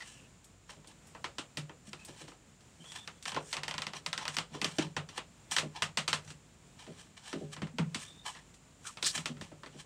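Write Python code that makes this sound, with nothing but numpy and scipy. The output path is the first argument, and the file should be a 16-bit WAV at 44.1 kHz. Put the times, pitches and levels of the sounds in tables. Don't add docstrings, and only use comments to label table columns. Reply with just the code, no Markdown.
import sys
import numpy as np
from scipy import signal
from scipy.fft import rfft, irfft, next_fast_len
from scipy.io import wavfile

SR = 44100
rng = np.random.default_rng(int(sys.argv[2]) if len(sys.argv) > 2 else 0)


def generate_wav(signal):
    frames = np.transpose(np.atleast_2d(signal))
    scaled = np.clip(frames, -1, 1) * 32767
    pcm = np.round(scaled).astype(np.int16)
    wavfile.write(sys.argv[1], SR, pcm)


def nominal_scale(level):
    x = np.asarray(level, float) / 20
    return 10 ** x


N = 434385

# (time [s], nominal level [dB], pallet boom re level [dB], slat knock re level [dB],
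# hardness [dB/octave])
TAPS = [(0.004, -34, -37, -37, 0), (0.011, -35, -37, -42, -1.5), (0.022, -31, -37, -35, 0),
        (0.442, -57.5, -21, -27, 14), (0.693, -34, -22, -25, -6.5), (0.844, -43.5, -18, -11, -4),
        (0.872, -45.5, -18, -3, 9), (1.069, -72, -30, -40, 18), (1.148, -36.5, -16, -15, -7.5),
        (1.242, -21, -29, -19.5, -3), (1.383, -17.5, -29, -18, -1.5), (1.571, -16.5, -17.5, -14.5, 1.5),
        (1.694, -34, -14, -13.5, -8), (1.931, -20.5, -25, -22.5, -2), (2.048, -44.5, -30, -27, 14),
        (2.279, -34.5, -35, -11, -2), (2.318, -41, -31, -15, -7.5), (2.606, -51, -18, -12, 5),
        (2.841, -39, -16, -21, -6), (2.918, -32, -31, -36, 2.5), (3.075, -19, -35, -32, -2.5),
        (3.225, -34.5, -16, -32, 6), (3.254, -19.5, -27, -38, 0.5), (3.318, -21.5, -24, -36, -2.5),
        (3.345, -21, -11, -21, -2.5), (3.363, -19, -16, -6.5, -8), (3.513, -38, -36, -30, 4),
        (3.528, -13, -49, -33, 1), (3.54, -20.5, -29, -32, -3.5), (3.567, -15, -21, -35, -2.5),
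        (3.633, -15.5, -27, -27, -1.5), (3.68, -13.5, -29, -31, -0.5), (3.71, -16.5, -32, -34, -3),
        (3.74, -18.5, -21, -24, -3), (3.78, -12.5, -31, -31, -2), (3.819, -12.5, -26.5, -40, -1.5),
        (3.867, -14.5, -29, -32, -2), (3.934, -20.5, -22, -25, -4), (4.062, -10, -29, -42, -1),
        (4.129, -11, -27, -42, -1), (4.177, -12.5, -30, -30, -1), (4.253, -16, -28, -37, -4),
        (4.279, -10.5, -26, -35, -0.5), (4.367, -8.5, -32.5, -33, -0.5), (4.385, -8, -37, -33, -1.5),
        (4.545, -33.5, -16, 2, -9.5), (4.615, -10.5, -26, -24, -1), (4.644, -7, -26, -28, 0),
        (4.784, -13, -8, -2.5, -1.5), (4.965, -17, -10.5, -16, -3), (5.088, -34.5, -16, -14, 1.5),
        (5.177, -21, -22.5, -17.5, -2.5), (5.511, -29.5, -17, -30, 8.5), (5.564, -9, -31, -27, -0.5),
        (5.583, -9, -32, -38, -0.5), (5.821, -9, -24, -30.5, -0.5), (5.972, -9, -21.5, -32, 0),
        (6.078, -10.5, -30, -30, 0), (6.129, -9, -22, -37, -0.5), (6.276, -38, -7, -28, 1),
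        (6.303, -31.5, -30, -21, 0.5), (6.865, -37.5, -17, -9, -3), (7.328, -22.5, -10, -1.5, -3),
        (7.564, -31, -8, -9.5, -3.5), (7.618, -26, -3.5, -7.5, -4), (7.669, -38.5, 2, -14, -3.5),
        (7.784, -17.5, -19, -12, -4.5), (7.945, -18, -17, -21, 0.5), (8.35, -35, -17, -24, -2.5),
        (8.54, -49.5, -22, -32, 6.5), (8.971, -25.5, -16.5, -26, -3), (9.026, -12.5, -25, -21, 1.5),
        (9.177, -16.5, -18.5, -24.5, 0), (9.257, -12.5, -41, -29, 0.5), (9.368, -41.5, 6.5, -7, -3.5),
        (9.411, -26.5, -7, -12.5, 1), (9.516, -48, 6, 9, -9.5), (9.633, -32, -27, -13, -5.5),
        (9.66, -33.5, -11, -10, -2)]
# (time of first touch [s], nominal level [dB], knock re level [dB])
THUDS = [(0.77, -49.5, 4), (1.878, -43.5, -10), (2.084, -50.5, 10), (2.209, -46.5, 6.5), (2.791, -47.5, -3),
         (4.517, -38, -7), (5.631, -31, 3.5), (6.877, -37, 2.5), (7.348, -37, 6), (7.412, -32, 5.5),
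         (7.626, -50, -8), (7.737, -44, -20), (7.79, -26, -10), (9.149, -43, -6), (9.289, -37.5, 1),
         (9.746, -44.5, 2)]
# (time of crest [s], swell [s], fade [s], grit level [dB], brightness [dB])
SCUFFS = [(0.014, 0.054, 0.079, -55, -2.5), (0.08, 0.14, 0.24, -54, 6), (0.703, 0.023, 0.093, -49.5, 1.2),
          (0.918, 0.14, .04, -59.5, -2.5), (1.876, 0.046, 0.098, -57.5, 7), (2.0, .05, 0.28, -61, 2),
          (2.086, .025, 0.13, -53, 1), (2.216, 0.13, 0.1, -51, 2.5), (2.284, 0.017, 0.085, -52.5, 0.5),
          (2.88, 0.18, 0.36, -58.5, 8), (2.962, .04, .085, -43.5, 1.8), (3.26, 0.0036, 0.0064, -36, -4),
          (3.282, .02, .055, -35.5, 1), (3.372, .008, 0.048, -44.5, -15), (3.52, 0.2, .03, -53.5, 9.5),
          (3.968, 0.043, 0.05, -42.5, 0.5), (4.224, 0.089, 0.13, -44, -4), (4.3, .01, .05, -59, -2.5),
          (4.35, .045, 0.027, -42.5, 4), (4.551, 0.047, 0.096, -46, -1.5), (4.69, .05, 0.2, -47.5, 1.5),
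          (4.77, 0.076, 0.036, -63, 14), (4.825, 0.039, 0.071, -40.5, -2.5), (5.14, 0.041, .06, -58, -7),
          (5.181, 0.039, 0.015, -38.5, 1.5), (5.52, 0.014, 0.089, -34.5, 4),
          (5.764, 0.028, 0.076, -42.5, -4.5), (5.822, 0.007, 0.036, -59, -11), (6.25, .01, 0.015, -57, 8),
          (6.314, 0.088, 0.028, -51, 4.5), (6.795, 0.023, 0.25, -53, .3), (7.006, 0.11, 0.091, -54, 3.5),
          (7.17, 0.0064, 0.071, -51, -0.5), (7.28, 0.1, 0.2, -47.5, 1.7), (7.534, 0.022, 0.04, -42, 2.5),
          (8.022, 0.11, 0.14, -48, 5.5), (8.263, 0.019, .11, -39, 3.3), (8.37, 0.061, 0.095, -53, -1.5),
          (8.872, .04, 0.08, -43.5, 7.1), (9.068, 0.032, 0.066, -33.5, 12), (9.154, 0.027, 0.077, -34.5, 5),
          (9.44, .01, 0.11, -53.5, 1), (9.74, 0.11, 0.18, -62, 0), (9.804, 0.057, 0.047, -48, 3)]
# (time [s], length [s], first pitch [Hz], last pitch [Hz], width [Hz], level at start [dB])
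PITCHED_RUBS = [(0.008, 0.023, 1976, 1910, 350, -45.5), (0.054, 0.21, 2850, 2710, 546, -62),
                (1.994, 0.072, 2600, 2600, 300, -62), (2.808, 0.044, 3070, 3150, 300.4, -55),
                (2.859, 0.18, 3330, 3520, 382, -55), (3.08, .12, 3500, 3400, 303, -72),
                (8.0, .245, 3530, 3660, 300, -58.5), (8.255, .045, 3130, 3020, 253, -48.5),
                (8.256, 0.054, 990, 1002, 500, -45.5), (8.35, .04, 1854, 1860, 499, -57),
                (8.854, 0.044, 1365, 1165, 445, -46), (9.044, 0.061, 4250, 4440, 2420, -33.5)]
# (frequency [Hz], relative level [dB], t60 [s])
SLAT_MODES = [(904, 0.5, 0.049), (1033, 0, 0.065), (1090, -14.5, 0.046), (1314, 1.5, 0.029),
              (1796, 8, 0.021), (2022, -1, 0.05), (2560, -67, 0.049), (2880, -3, 0.093), (3142, 7.5, 0.029),
              (3475, 6.5, 0.02), (4057, 6, 0.018), (4436, 3, 0.037), (5850, -0.5, 0.056)]
BOOM_MODES = [(96, -20.5, 0.47), (141, -13.5, 0.24), (150, -2.5, 0.37), (168.7, -8.5, 0.45),
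              (207, -4.5, 0.21), (240.4, -5.5, 0.2)]
KNOCK_MODES = [(269.3, -6, 0.16), (310, -3.5, 0.17), (358.3, -2.5, 0.17), (413.7, -8, 0.32),
               (448, -8.5, 0.11), (496, 0.5, 0.073), (560, -7, 0.3), (626, 5.5, 0.063), (778, -1.5, 0.12)]
# (frequency [Hz], relative level [dB])
CRACK_SPECTRUM = [(400, -29.5), (1000, -12.5), (2000, -4), (3800, 0.5), (6000, -17), (8500, -25),
                  (10500, -30), (16000, -37)]
# (frequency [Hz], relative level [dB])
TAIL_SPECTRUM = [(180, -20), (300, -17), (397, -15), (1000, -6), (1350, -3), (1590, -7), (1970, -3),
                 (2250, -5.5), (2740, -2.5), (4800, -9.5), (5760, -11.5), (8280, -10.5), (15500, -51.5)]
# (frequency [Hz], t60 [s])
TAIL_T60 = [(300, 0.41), (700, 0.21), (1800, 0.16), (4800, 0.16), (12000, 0.15)]
# (time [s], level [dB])
BARN_SHARE = [(0, -22.5), (0.4, -21.5), (0.9, -21), (1.2, -15.5), (1.9, -24.5), (2.9, -20), (3.07, -24),
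              (3.33, -19), (3.4, -19.5), (3.8, -23.5), (4.3, -23.5), (4.65, -21.5), (4.8, -15.5),
              (5.2, -16.5), (5.56, -16.5), (6.13, -16), (6.3, -19.5), (7.3, -18.5), (8.0, -16), (9.2, -21),
              (9.7, -17.5)]
# (frequency [Hz], relative level [dB])
RUB_SPECTRUM = [(180, -43), (300, 14), (590, -5.5), (1000, 1), (2000, -11), (2360, -6), (2650, -13),
                (4350, -1), (4960, 4.5), (5950, 5), (8420, 3.5), (11000, -17.5), (15500, -29)]
# (frequency [Hz], relative level [dB])
AIR_SPECTRUM = [(21, -41), (35, -6), (60, -14), (75, -4.5), (162, -5), (249, -9.5), (375, -15.5),
                (564, -17.5), (1010, -20.5), (1920, -23.5), (2600, -23), (4680, -28), (6300, -27),
                (7210, -23), (8500, -26.5), (9550, -34), (12500, -46.5), (15800, -41)]

USUAL_PEAK_DB, DRIER_DB_PER_DB = -25, 0.18
CRACK_DB, TAIL_LUCK_DB = 14, 1
SETTLE_S, SETTLE_LOSS_DB = 0.015, 6
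SCUFF_DEPTH_DB, SCUFF_ROUNDING = 24.5, 0.81
HOLLOW_DB, SIZZLE_DB = -4.5, -5
HOLLOW_HZ, HOLLOW_WANDER = 1050, 0.08
RUB_ATTACK_S, RUB_RELEASE_S = 0.0091, 0.025
RUB_FADE_DB, RUB_FLUTTER_DB = 5, 2.5
THIN_HZ = 403
AIR_DB = -60.5
HUM_HZ, HUM_DB = 52.2, -72
HISS_HZ, HISS_WIDTH_HZ, HISS_DB = 7150, 600, -74
CUTOFF_HZ = 15950


def taps():
    tick_s, level_db, boom_db, knock_db, hardness = np.transpose(TAPS)
    share_db = np.interp(tick_s, *np.transpose(BARN_SHARE))
    tail_db = share_db - DRIER_DB_PER_DB * (level_db - USUAL_PEAK_DB)
    main_s = tick_s + 0.001108

    sharp = crack(main_s, level_db + CRACK_DB, hardness)
    sharp += crack(tick_s, level_db + 0.5, hardness + 3)
    sharp -= crack(main_s + 0.003, level_db + 1.6, hardness)

    flat_modes = [(hz, 0, t60_s) for hz, db, t60_s in SLAT_MODES]
    colour_db = [db + hardness * np.log2(hz / 2500) for hz, db, t60_s in SLAT_MODES]
    slats = strike(flat_modes, main_s, level_db + tail_db - 9, spread_db=3.5, colour_db=colour_db)

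    boom = soften(strike(BOOM_MODES, main_s, level_db + boom_db + 3, spread_db=4.5), 0.0016)
    knock = soften(strike(KNOCK_MODES, main_s, level_db + knock_db - 3, spread_db=3.0), 0.00053)
    return sharp + slats + barn(main_s, level_db + tail_db, hardness) + loose(boom + knock)


def crack(times_s, db, hardness):
    edges_hz = 400 * 2 ** np.arange(0, 5.6, 0.75)
    out = np.zeros(N)
    for lo, hi in zip(edges_hz, edges_hz[1:]):
        band_db = at_hz(CRACK_SPECTRUM, np.sqrt(lo * hi)) + hardness * np.log2(lo / 2000)
        out += band(clicks(times_s, db + band_db), lo, hi)
    return out


def barn(times_s, db, hardness):
    edges_hz = 420 * 2 ** np.arange(0, 5.4, 1 / 3)
    noise = coloured(N, TAIL_SPECTRUM), coloured(N, TAIL_SPECTRUM)
    luck = rng.normal(0, 1, (len(times_s), len(edges_hz)))
    out = np.zeros(N)
    for k, (lo, hi) in enumerate(zip(edges_hz, edges_hz[1:])):
        hz = np.sqrt(lo * hi)
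        blow_db = db + hardness * np.log2(hz / 2500) + TAIL_LUCK_DB * luck[:, k]
        power = clicks(times_s, 2 * blow_db)
        r = nominal_scale(-2 * 60 / (at_hz(TAIL_T60, hz) * SR))
        decay = signal.lfilter([1], [1, -r], power)
        out += band(noise[k % 2], lo, hi) * np.sqrt(soften(decay, 0.000095))
    return out


def thuds():
    first_s, level_db, knock_db = np.transpose(THUDS)
    touch = np.arange(3)
    gap_luck = rng.uniform(0.693, 1.3, (len(first_s), 3))
    times_s = np.ravel(first_s[:, None] + SETTLE_S * touch * gap_luck)
    touch_db = np.ravel(level_db[:, None] - SETTLE_LOSS_DB * touch)
    boom = strike(BOOM_MODES, times_s, touch_db - 6, spread_db=5.0)
    knock = strike(KNOCK_MODES, times_s, touch_db + np.repeat(knock_db, 3) - 7, spread_db=3.0)
    return loose(soften(boom + knock, 0.00044))


def strike(modes, times_s, db, spread_db, colour_db=None):
    luck = rng.normal(0, 1, (len(times_s), len(modes)))
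    colour_db = np.zeros(len(modes)) if colour_db is None else colour_db
    out = np.zeros(N)
    for k, (hz, mode_db, t60_s) in enumerate(modes):
        blow_db = db + mode_db + colour_db[k] + spread_db * luck[:, k]
        out += (-1) ** k * ring(clicks(times_s, blow_db), hz, t60_s)
    return out


def ring(x, hz, t60_s):
    r, w = nominal_scale(-60 / (t60_s * SR)), 2 * np.pi * hz / SR
    return signal.lfilter([0, np.sin(w)], [1, -2 * r * np.cos(w), r * r], x)


def soften(x, contact_s):
    r = np.exp(-1 / (contact_s * SR))
    return signal.lfilter([(1 - r) ** 2], [1, -2 * r, r * r], x)


def loose(x):
    shaken = x * (1 + 0.25 * drift(60))
    return signal.sosfilt(signal.butter(2, 85, "high", fs=SR, output="sos"), shaken)


def scuffs():
    grit = coloured(N, RUB_SPECTRUM) * nominal_scale(2.0 * drift(400))
    slats = sum(nominal_scale(db) * ring(grit, hz, t60_s) for hz, db, t60_s in SLAT_MODES)
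    grit = grit + 0.5 * rms_one(slats)
    wandering_hz = HOLLOW_HZ * (1 + HOLLOW_WANDER * drift(8.0))
    hollow = rms_one(band(grit, 670, 1070)) + 0.57 * narrow(wandering_hz, 250, 0)
    middle, sizzle = band(grit, 1750, 3590), band(grit, 6340, 21300)
    parts = np.array([rms_one(hollow), rms_one(middle), rms_one(sizzle)])

    t, power = np.arange(N) / SR, np.zeros((3, N))
    for crest_s, swell_s, fade_s, db, bright_db in SCUFFS:
        start, stop = int((crest_s - 3 * swell_s) * SR), int((crest_s + 3 * fade_s) * SR)
        near = slice(max(start, 0), stop)
        away = np.abs(t[near] - crest_s) / np.where(t[near] < crest_s, swell_s, fade_s)
        share_db = np.array([[HOLLOW_DB - bright_db], [0], [SIZZLE_DB + bright_db]])
        power[:, near] += nominal_scale(db + share_db - SCUFF_DEPTH_DB * away ** SCUFF_ROUNDING) ** 2
    return np.sum(parts * np.sqrt(power), axis=0)


def squeaks_and_rasps():
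    t, out = np.arange(N) / SR, np.zeros(N)
    flutter_db = RUB_FLUTTER_DB * drift(60)
    for start_s, length_s, first_hz, last_hz, width_hz, db in PITCHED_RUBS:
        end_s = start_s + length_s
        along = np.clip((t - start_s) / length_s, 0, 1)
        corners_s = [start_s - RUB_ATTACK_S, start_s, end_s, end_s + RUB_RELEASE_S]
        gate = np.interp(t, corners_s, [0, 1, 1, 0]) ** 2
        noise = pitched_noise(first_hz + (last_hz - first_hz) * along, width_hz, 0.2)
        level_db = db - RUB_FADE_DB * along + flutter_db * min(1, THIN_HZ / width_hz)
        out += noise * gate * nominal_scale(level_db)
    return out


def air():
    rumble = coloured(N, AIR_SPECTRUM) * nominal_scale(AIR_DB + 1.0 * drift(12))
    hum = pitched_noise(np.full(N, HUM_HZ), 3.9, 4.5) * nominal_scale(HUM_DB)
    edges_hz = HISS_HZ - HISS_WIDTH_HZ / 2, HISS_HZ + HISS_WIDTH_HZ / 2
    hiss = rms_one(band(rng.standard_normal(N), *edges_hz))
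    return rumble + hum + hiss * nominal_scale(HISS_DB + 1.0 * drift(2.6))


def rms_one(x):
    return x / np.sqrt(np.mean(x ** 2) + 1e-20)


def at_hz(points, hz):
    table_hz, value = np.transpose(points)
    return np.interp(np.log(hz), np.log(table_hz), value)


def band(x, low_hz, high_hz):
    return signal.sosfilt(signal.butter(2, [low_hz, high_hz], "band", fs=SR, output="sos"), x)


def coloured(size, spectrum):
    length = next_fast_len(size)
    hz = np.maximum(np.fft.rfftfreq(length, 1 / SR), 1)
    shaped = rfft(rng.standard_normal(length)) * nominal_scale(at_hz(spectrum, hz))
    return rms_one(irfft(shaped, length)[:size])


def drift(rate_hz):
    knots = rng.standard_normal(int(N / SR * rate_hz) + 2)
    return rms_one(np.interp(np.arange(N) * rate_hz / SR, np.arange(len(knots)), knots))


def pitched_noise(pitch_hz, width_hz, steady):
    phase = 2 * np.pi * np.cumsum(pitch_hz) / SR
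    return rms_one((steady + drift(width_hz)) * np.sin(phase) + drift(width_hz) * np.cos(phase))


def clicks(times_s, db):
    out = np.full(N, 1e-18)
    index = np.clip((np.asarray(times_s) * SR).astype(int), 0, N - 1)
    np.add.at(out, index, nominal_scale(db))
    return out


def narrow(pitch_hz, width_hz, steady):
    return pitched_noise(pitch_hz, width_hz, steady)


def scene():
    return (taps() + thuds() + scuffs() + squeaks_and_rasps() + air())[None]


def low_pass(x):
    return signal.sosfilt(signal.butter(12, 16500, fs=SR, output="sos"), x)


def record(dry):
    cut = signal.sosfilt(signal.butter(6, 42, "high", fs=SR, output="sos"), dry)
    cut = signal.sosfilt(signal.cheby2(12, 22, CUTOFF_HZ, fs=SR, output="sos"), cut)
    return low_pass(cut)


dry = scene()
out = record(dry)
generate_wav(out)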